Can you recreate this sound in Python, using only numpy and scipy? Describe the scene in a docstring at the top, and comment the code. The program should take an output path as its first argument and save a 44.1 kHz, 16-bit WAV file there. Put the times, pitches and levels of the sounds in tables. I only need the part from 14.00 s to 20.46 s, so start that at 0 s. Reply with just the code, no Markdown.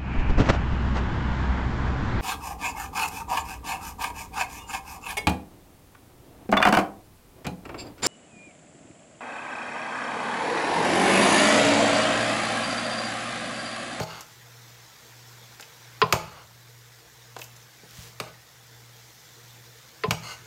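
"""Steel tongs toss noodles in a large steel pot: at each plunge they clank on the base, and a scrape follows.
Before two of the plunges a wooden spatula knocks on the wall; each blow makes the pot thump on its grate. Blows
are short bursts of noise plus dying sine waves; scrapes are rows of tiny random clicks. Between plunges the
tongs rattle lightly and the noodles squelch once. Filtered noise makes the fan rush and the rumble, fine clicks
the sizzle, and two steady tones beat as mains hum and a motor."""
import sys
import numpy as np
from scipy import signal
from scipy.fft import rfft, irfft, next_fast_len
from scipy.io import wavfile
from scipy.ndimage import uniform_filter1d

SR = 44100
rng = np.random.default_rng(int(sys.argv[2]) if len(sys.argv) > 2 else 0)


def unload_audio(sound):
    """Save the sound as a 16-bit wav file, at the path given as the first command line argument."""
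    columns = np.transpose(np.atleast_2d(sound))
    # keep every value between -1 and 1, then stretch to whole-number steps
    steps = np.round(np.clip(columns, -1, 1) * 32767)
    wavfile.write(sys.argv[1], SR, steps.astype(np.int16))


N = 284886
TIME = np.arange(N) / SR  # seconds, whole scene
BLOW_TIME = TIME[:SR * 3 // 4]  # seconds, one blow

# tongs on the pot base: [t/s, level/dB, brightness/dB per octave, pot ring/dB,
# region favoured by the contact point f/Hz, its lift/dB, thump on the grate/dB]
BASE_CLANKS = [(0.0, -23.5, -1, 0.5, 754, 7.5, -26), (2.125, -9, -0.25, -7, 960, 4, -21.5),
               (4.2004, -23, 0.1, -8, 4300, 4.5, -39), (6.108, -15, 0.9, -12, 2940, 5, -24.5)]
# wooden spatula on the pot wall: same columns as the clanks
WALL_KNOCKS = [(2.0169, -13, 1, -1, 1255, 7, -25), (6.036, -20.5, -1, -0.5, 3000, 3, -34.5)]
# ways the pot rings: [f/Hz, level/dB, time to fall 60 dB/s, rise time/s]
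POT_MODES = [(426, -3.5, 0.056, 0.0066), (388, -19, 0.07, 0.0016), (592, -26, 0.083, 0.0032),
             (642.4, -18.5, 0.22, 0.0019), (763, -28.5, 0.31, 0.0045), (861, -22, 0.35, 0.0096),
             (907, -26.5, 0.29, 0.0018), (1042, -14, 0.15, 0.00048), (1233, -20.5, 0.13, 0.0013),
             (1245, -13, 0.057, 0.0015), (1357, -49, .25, 0.0017), (1473, -21, 0.14, 0.00041),
             (2336, -34, 0.39, 0.0011)]
# dense short-lived vibrations of a steel contact: [f/Hz, level/dB, time to fall 60 dB/s]
STEEL_CRACK_BANDS = [(100, -15, 0.15), (393, 5.5, 0.053), (820, 1, 0.13), (1180, 2.5, 0.041),
                     (1910, -5, 0.09), (3700, -5, 0.042), (6760, -5.5, 0.04), (7900, -13, 0.049),
                     (11700, -17, 0.031), (13200, -8.5, 0.03), (15700, -23, 0.034)]
# the steel tips skip over each other: [t/s, level/dB, number of touches]
TIP_SKIPS = [(.208, -37.5, 1), (1.608, -40, 1), (3.388, -41, 3), (3.564, -46, 1)]
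SKIP_S = 0.0265  # seconds from one touch to the next
TIP_TOP_HZ = 14000  # upper region in which the tips ring
# colour of frying and spitting fat: [f/Hz, level/dB]
FRYING_COLOUR = [(1000, -27.5), (2700, -9.5), (3500, -0.5), (4500, -2.5), (5500, -1), (7300, -4),
                 (8300, -10.5), (11000, -14.5), (13000, -8), (14500, -10), (16000, -16)]


def tongs(crack_db=18, steel_db=-1, snap_db=8, snap_s=0.00056):
    """Steel tips hit the base with a hard snap; the food damps the pot quickly."""
    # ways the tongs ring: [f/Hz, level/dB, time to fall 60 dB/s, rise time/s]
    tongs_modes = [(1240, -3.5, 0.026, 0.001), (2260, -6, 0.033, 0.00026), (2630, -8.5, 0.015, 0.000057),
                   (2890, -9, 0.022, 0.00045), (4740, -12, .04, 0.00031), (4730, -31, 0.06, 0.00019),
                   (5200, -22, 0.027, 0.00031), (6624, -18, 0.058, .0002), (6516, -16.5, 0.029, 0.00009),
                   (6950, -39, 0.065, .0002), (8500, -21, .04, .0002), (14400, -31, .01, 0.0003)]
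    out = np.zeros(N)
    snap = amp(snap_db * np.exp(-BLOW_TIME / snap_s))  # extra loudness at the very start
    for s, db, bright_db, pot_db, centre_hz, lift_db, _ in BASE_CLANKS:
        crack = amp(crack_db) * snap * dying(STEEL_CRACK_BANDS, cycles=1.34)
        blow = crack + amp(steel_db) * ring(tongs_modes) + amp(pot_db) * ring(POT_MODES)
        blow = tilted(blow, bright_db, pivot_hz=1480)
        add(out, s, amp(db) * contact(blow, centre_hz, lift_db))
    return out


def spatula(crack_db=21, wood_db=-2, soft_hz=6500):
    """Wood cracks and rings briefly; the pot wall answers. The soft contact gives little top."""
    # ways the spatula rings: [f/Hz, level/dB, time to fall 60 dB/s, rise time/s]
    spatula_modes = [(429.5, -0.5, 0.04, 0.0127), (1029, 0.5, 0.082, 0.0098), (1051, -24, 0.12, 0.021),
                     (1124, -10, 0.053, 0.0021), (1304, -9, 0.024, 0.002), (1784, -8, .045, 0.0003),
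                     (1890, -10, 0.056, 0.00042), (2460, -16.5, 0.13, 0.00092), (2644, -12, 0.069, 0.0028),
                     (3470, -34.5, 0.042, .0005), (4120, -33, 0.053, 0.00071), (4920, -10, 0.06, 0.00024)]
    # dense short-lived vibrations of the wood: [f/Hz, level/dB, time to fall 60 dB/s]
    wood_crack_bands = [(150, -21, 0.065), (594, -8, 0.33), (1200, 4, 0.019), (2800, -3, 0.067),
                        (4900, -5.5, 0.051), (5540, -16.5, 0.029), (9000, -24, 0.028), (16000, -38, .04)]
    out = np.zeros(N)
    for s, db, bright_db, pot_db, centre_hz, lift_db, _ in WALL_KNOCKS:
        crack = amp(crack_db) * dying(wood_crack_bands, cycles=0.58)
        blow = crack + amp(wood_db) * ring(spatula_modes) + amp(pot_db) * ring(POT_MODES)
        blow = tilted(blow, bright_db, pivot_hz=990)
        add(out, s, amp(db) * contact(blow, centre_hz, lift_db))
    return signal.lfilter(*signal.butter(1, soft_hz, fs=SR), out)


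def contact(x, centre_hz, lift_db, octaves=0.34):
    """The point of contact favours the modes of one region."""
    return colour(x, lambda hz: lift_db * np.exp(-(np.log2((hz + 1) / centre_hz) / octaves) ** 2))


def thumps(lowest_hz=52):
    """The whole pot bounces on the grate just after each blow, or when shoved, then rebounds once."""
    # ways the pot and grate thump: [f/Hz, level/dB, time to fall 60 dB/s, rise time/s]
    grate_modes = [(65, -14, 0.082, 0.009), (108, -2.5, 0.13, 0.0041), (164.2, 0, 0.071, 0.0025),
                   (208, -2.5, 0.031, 0.0027), (428.6, -16.5, 0.092, 0.0016)]
    # pushing into the food rocks the pot without a blow: [t/s, level/dB, brightness/dB per octave]
    food_shoves = [(3.833, -51, 12), (3.981, -37.5, -8.5), (6.079, -22, 0.5)]
    wall_lag_s, base_lag_s = 0.0138, 0.00562
    rebound_s, rebound_db = 0.0246, -10
    wall_tilt = 3.8  # dB per octave, for a sideways knock
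    # a full thump has this level and tilt (dB per octave); each dB less adds some tilt, so it sounds higher
    full_db, full_tilt, tilt_per_db = -20.5, -4, 0.5528

    landings = [(s + wall_lag_s, db, wall_tilt) for s, *_, db in WALL_KNOCKS]
    for s, *_, db in BASE_CLANKS:
        landings.append((s + base_lag_s, db, full_tilt + tilt_per_db * (full_db - db)))
    out = np.zeros(N)
    for s, db, bright_db in landings + food_shoves:
        thump = amp(db) * tilted(ring(grate_modes), bright_db, pivot_hz=136)
        add(out, s, thump)
        add(out, s + rebound_s, amp(rebound_db) * thump)
    return signal.sosfilt(signal.butter(2, lowest_hz, "highpass", fs=SR, output="sos"), out)


def scrapes(taper=0.64):
    """Tiny slips hiss and excite the resonances of the tongs: steel on steel, except at 2.17 s, where the
    spatula is pushed down."""
    # strokes scraping along the pot (the dark one at 2.17 s is the spatula pushed down): [t/s, length/s,
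    # level/dB, brightness/dB per octave, squeal/dB]
    drags = [(0.0, 0.049, -39.5, 3, -7.5), (0.027, 0.23, -43.5, -1, -6), (2.17, 0.32, -52, -3.5, -5),
             (4.224, 0.083, -54, -6.5, 4.5), (6.208, .16, -44.5, -1.4, 5)]
    # colour of the hiss: [f/Hz, level/dB]
    hiss_colour = [(100, -25), (400, -3), (800, 1.5), (1300, 9), (1800, -2.5), (4500, -2), (7000, -14.5),
                   (9000, -30), (14000, -24), (16000, -33)]
    # resonances of the tongs while pressed on the steel: [f/Hz, width/Hz, level/dB]
    pressed_resonances = [(850, 24, -13), (1140, 36, -9), (1264, 23, 6), (1495, 9.2, 17), (2110, 77, 13),
                          (2620, 66, 9.5), (2827, 64, 14), (4260, 240, 11.5), (4500, 130, 6),
                          (5400, 290, -1), (6380, 190, 9.5), (7640, 360, -29)]
    out = np.zeros(N)
    for s, length, db, bright_db, squeal_db in drags:
        size = int(length * SR)
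        fade = signal.windows.tukey(size, np.clip(taper, 0, 1))
        slips = np.zeros(len(BLOW_TIME))
        add(slips, 0, grains(size, per_s=14000, spread_db=2.5) * fade)
        hiss = colour(slips, lambda hz: read(hiss_colour, hz))
        squeal = sum(amp(peak_db) * signal.lfilter(*signal.iirpeak(hz, hz / width, SR), slips)
                     for hz, width, peak_db in pressed_resonances)
        stroke = (evened(hiss) + amp(squeal_db) * evened(squeal)) * slips.std()
        add(out, s, amp(db) * tilted(stroke, bright_db, pivot_hz=2020))
    return out


def rattle(tick_db=21):
    """The loose tongs: dull taps, ringing clacks of the arms, and bright skips of the tips."""
    # tongs let go of the noodles and tap the spatula: [t/s, level/dB, centre f/Hz]
    spatula_taps = [(1.5971, -36.5, 1050), (3.3648, -30, 430), (3.394, -36.5, 800)]
    # the arms clack shut: [t/s, level/dB]
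    arm_clacks = [(1.625, -38), (3.4162, -32)]
    clack_hz, tip_hz, tip_top_db = 2970, 7540, -5
    out = np.zeros(N)
    for s, db, centre_hz in spatula_taps:
        add(out, s, amp(db) * touch(centre_hz, octaves=2.3, arms_db=-18, grip_t60=0.08))
    for s, db in arm_clacks:
        add(out, s, amp(db) * touch(clack_hz, octaves=0.79, arms_db=-3, grip_t60=0.24))
    for s, db, count in TIP_SKIPS:
        for k in range(round(count)):
            tips = touch(tip_hz, octaves=0.66, arms_db=-6, grip_t60=0.3)
            tips += amp(tip_top_db) * touch(TIP_TOP_HZ, octaves=0.64, arms_db=-6, grip_t60=0.3)
            add(out, s + k * SKIP_S, amp(db) * tips)
    return amp(tick_db) * out


def touch(centre_hz, octaves, arms_db, grip_t60, crack_db=24, rise=0.00032):
    """A light touch wakes one region of the arms' modes, and the grip damps its crack; energy 1."""
    # the free arms ringing in the air: [f/Hz, level/dB, time to fall 60 dB/s, rise time/s]
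    arm_modes = [(890, 2, 0.065, 0.00087), (2510, -12.5, 0.16, 0.00076), (2660, -3, 0.038, .001),
                 (2950, -8.5, 0.073, .001), (4810, -10, .06, 0.0011), (6480, -14, 0.081, 0.0011),
                 (7230, -11, 0.078, 0.002)]
    crack = amp(crack_db - 60 * BLOW_TIME / grip_t60) * dying(STEEL_CRACK_BANDS, cycles=0.73)
    x = (crack + amp(arms_db) * ring(arm_modes)) * np.minimum(BLOW_TIME / rise, 1)
    x = colour(x, lambda hz: -20 * np.log10(1 + (np.log2((hz + 1) / centre_hz) / octaves) ** 2))
    return x / np.linalg.norm(x)


def slides(width_hz=1800, slide_db=-51):
    """From the first skip to the last the tips stay in light contact and hiss thinly, ever louder."""
    out = np.zeros(N)
    for s, _, count in TIP_SKIPS:
        if round(count) > 1:
            size = int((round(count) - 1) * SKIP_S * SR)
            slips = grains(size, per_s=12000, spread_db=1.5)
            hiss = signal.lfilter(*signal.iirpeak(TIP_TOP_HZ, TIP_TOP_HZ / width_hz, SR), slips)
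            add(out, s, amp(slide_db) * evened(hiss * np.linspace(0, 1, size) ** 0.5))
    return out


def squelch():
    """Small wet pops swell as the tongs push the noodles down, and fade quickly as they let go."""
    # colour of the wet pops: [f/Hz, level/dB]
    wet_colour = [(300, -5), (1000, -3), (3000, -0.5), (6500, -1), (9000, -8), (14000, -9.5), (16000, -8)]
    # moment of most pressure, level, time to press and time to let go
    press_s, press_db, rise_s, release_s = 4.04, -47.5, 0.15, 0.071
    pops = colour(grains(N, per_s=8000, spread_db=-5.0), lambda hz: read(wet_colour, hz))
    width = np.where(TIME < press_s, rise_s, release_s)
    return amp(press_db) * evened(pops) * np.exp(-((TIME - press_s) / width) ** 2)


def spits(t60=0.0049):
    """Single droplets of fat burst on the hot steel with a tiny dry tick."""
    # droplets: [t/s, peak level/dB]
    droplets = [(2.6864, -41), (3.9096, -33)]
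    out = np.zeros(N)
    for s, db in droplets:
        burst = rng.standard_normal(len(BLOW_TIME)) * amp(-60 * BLOW_TIME / t60)
        pop = colour(burst, lambda hz: read(FRYING_COLOUR, hz))
        add(out, s, amp(db) * pop / abs(pop).max())
    return out


def stove(fan_db=-56, sizzle_db=-55.5, rumble_db=-60):
    """Fan rush below, fine frying crackle above, and a low rumble."""
    # colour of the fan rush: [f/Hz, level/dB]
    fan_colour = [(150, -31), (220, 0), (280, -8), (330, 2), (390, -4.5), (470, 5.5), (545, -3), (900, 0.5),
                  (1120, -2), (1500, 0), (2000, 1), (2700, -4.5), (3600, -4.5), (5500, -2)]
    # colour of the rumble: [f/Hz, level/dB]
    rumble_colour = [(20, -33), (45, -11), (65, 2), (90, -6), (140, 4), (200, -6.5), (300, -19)]
    rush_db, frying_db = tossing()
    air = colour(rng.standard_normal(N), lambda hz: read(fan_colour, hz))
    air = signal.sosfilt(signal.butter(3, 2900, fs=SR, output="sos"), air)
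    air = evened(flutter(air, patchy_db=2.15))
    frying = colour(grains(N, per_s=14000, spread_db=-2.5), lambda hz: read(FRYING_COLOUR, hz))
    frying = evened(flutter(frying, patchy_db=2.6))
    air *= amp(fan_db + rush_db)
    frying *= amp(sizzle_db + frying_db)
    rumble = evened(colour(rng.standard_normal(N), lambda hz: read(rumble_colour, hz)))
    return air + frying + amp(rumble_db) * rumble


def tossing():
    """Levels in dB of rush and sizzle: both jump at a plunge, then creep up; falling noodles add sizzle."""
    # each toss starts with a plunge: [t/s, level of the rush/dB, swell of the sizzle/dB (below 0: none)]
    plunges = [(0, 0.5, 0.5), (2.125, -2, 0), (4.2, -1.5, 2), (6.108, 1, -22)]
    recover_db_per_s = 0.96
    sizzle_follows = 0.66  # share of the rush's movement in the sizzle
    fall_back_s, fall_spread_s = 1.2, 0.46  # noodles drop back on the steel this long after the plunge
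    start, level_db, swell_db = np.transpose(plunges)
    toss = np.searchsorted(start[1:], TIME)
    since = TIME - start[toss]
    rush_db = level_db[toss] + recover_db_per_s * since
    falling = np.exp(-((since - fall_back_s) / fall_spread_s) ** 2)
    return rush_db, sizzle_follows * rush_db + np.maximum(swell_db[toss], 0) * falling


def flutter(x, patchy_db):
    """Narrow regions of a rushing sound swell and fade at random."""
    z = signal.stft(x, nperseg=1024, noverlap=768)[2]
    patches = uniform_filter1d(rng.standard_normal(z.shape), size=4, axis=0)  # smooth over pitch
    patches = uniform_filter1d(patches, size=7, axis=1)  # smooth over time
    return signal.istft(z * amp(patchy_db * evened(patches)), nperseg=1024, noverlap=768)[1][:N]


def hum(hum_db=-54.5):
    """Mains hum and a slightly slower motor drift in and out of step."""
    mains_hz, beat_hz, quiet_s, motor_db = 120, 1.415, 4.5, -3.5  # they cancel most at quiet_s
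    turn = 2 * np.pi * (TIME - quiet_s)
    motor = amp(motor_db) * np.sin((mains_hz - beat_hz) * turn)
    return amp(hum_db) * (np.sin(mains_hz * turn) - motor)


def kitchen(x, delay=0.008):
    """Close cupboards return a short, bright reverberation."""
    # how the room dies away: [f/Hz, level/dB, time to fall 60 dB/s]
    room_bands = [(60, -3.5, 1), (203, 0, 0.46), (516, 4, 0.36), (1210, -1, 0.41), (3000, -3, 0.46),
                  (6900, 1.5, 0.31), (14800, 1.5, 0.27)]
    out = np.zeros(N)
    add(out, delay, signal.fftconvolve(x, dying(room_bands)))
    return out


def ring(modes):
    """Damped sine waves, each building up over its own rise time and then dying away."""
    out = np.zeros(len(BLOW_TIME))
    for k, (hz, db, t60, rise) in enumerate(modes):
        decay = amp(db - 60 * np.maximum(BLOW_TIME - rise, 0) / t60)
        build_up = np.minimum(BLOW_TIME / rise, 1) ** 2
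        out += (-1) ** k * decay * build_up * np.sin(2 * np.pi * hz * BLOW_TIME)
    return out


def dying(bands, cycles=0.47):
    """Dense taps of random sign; each band builds up over some cycles, dies at its own speed; energy 1."""
    taps = rfft(rng.choice([-1., 1.], len(BLOW_TIME)))
    hz = np.fft.rfftfreq(len(BLOW_TIME), 1 / SR)
    centres, _, t60s = np.transpose(bands)
    taps = taps * amp(read(bands, hz))
    out = np.zeros(len(BLOW_TIME))
    for share, centre, t60 in zip(np.eye(len(bands)), centres, t60s):
        # each band fades out towards its neighbours' centres
        band = irfft(taps * read(np.c_[centres, share], hz), len(BLOW_TIME))
        out += band * amp(-60 * BLOW_TIME / t60) * np.minimum(BLOW_TIME * centre / cycles, 1)
    return out / np.linalg.norm(out)


def grains(length, per_s, spread_db):
    """Random tiny clicks of uneven size."""
    size = amp(spread_db * np.minimum(rng.exponential(1, length), 5))
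    return evened(size * rng.standard_normal(length) * (rng.random(length) < per_s / SR))


def colour(x, curve):
    """Filter without pre-echo whose gain in dB is curve(Hz)."""
    size = next_fast_len(len(x) + SR // 10)
    log_gain = np.log(amp(curve(abs(np.fft.fftfreq(size, 1 / SR)))) + 1e-5)
    response = np.exp(np.conj(signal.hilbert(log_gain)))  # minimum phase
    return np.fft.ifft(np.fft.fft(x, size) * response).real[:len(x)]


def tilted(x, slope_db, pivot_hz):
    """A harder contact lifts the treble, a softer one the bass, up to two octaves from the pivot."""
    return colour(x, lambda hz: slope_db * np.clip(np.log2((hz + 1) / pivot_hz), -2, 2))


def read(points, hz):
    """Reads a spectrum on a log-frequency axis."""
    f, value = np.transpose(points)[:2]
    return np.interp(np.log(hz + 1), np.log(f + 1), value)


def amp(db):
    """Decibels to gain."""
    return 10 ** (np.asarray(db) / 20)


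def evened(x):
    """Scales to rms 1."""
    return x / np.sqrt(np.mean(x ** 2) + 1e-20)


def add(mix, s, sound):
    """Mixes a sound in at time s (seconds)."""
    part = mix[max(round(s * SR), 0):][:len(sound)]
    part += sound[:len(part)]


def scene(wood_room_db=-14, steel_room_db=-9.0, thump_room_db=-9, rattle_room_db=-8.5):
    """All sources, and the reverberation of the blows, scrapes and rattle, in one channel."""
    wood = spatula()
    steel = tongs() + scrapes()
    low = thumps()
    arms = rattle() + slides()
    to_room = amp(wood_room_db) * wood + amp(steel_room_db) * steel
    to_room += amp(thump_room_db) * low + amp(rattle_room_db) * arms
    contacts = wood + steel + low + arms + kitchen(to_room)
    return (contacts + stove() + spits() + squelch() + hum())[None]


def record(dry, edge_hz=15850):
    """Steeply cuts the treble above the band edge."""
    return signal.oaconvolve(dry, signal.firwin(511, edge_hz, window=("kaiser", 9), fs=SR)[None], "same")


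dry = scene()
out = record(dry)
unload_audio(out)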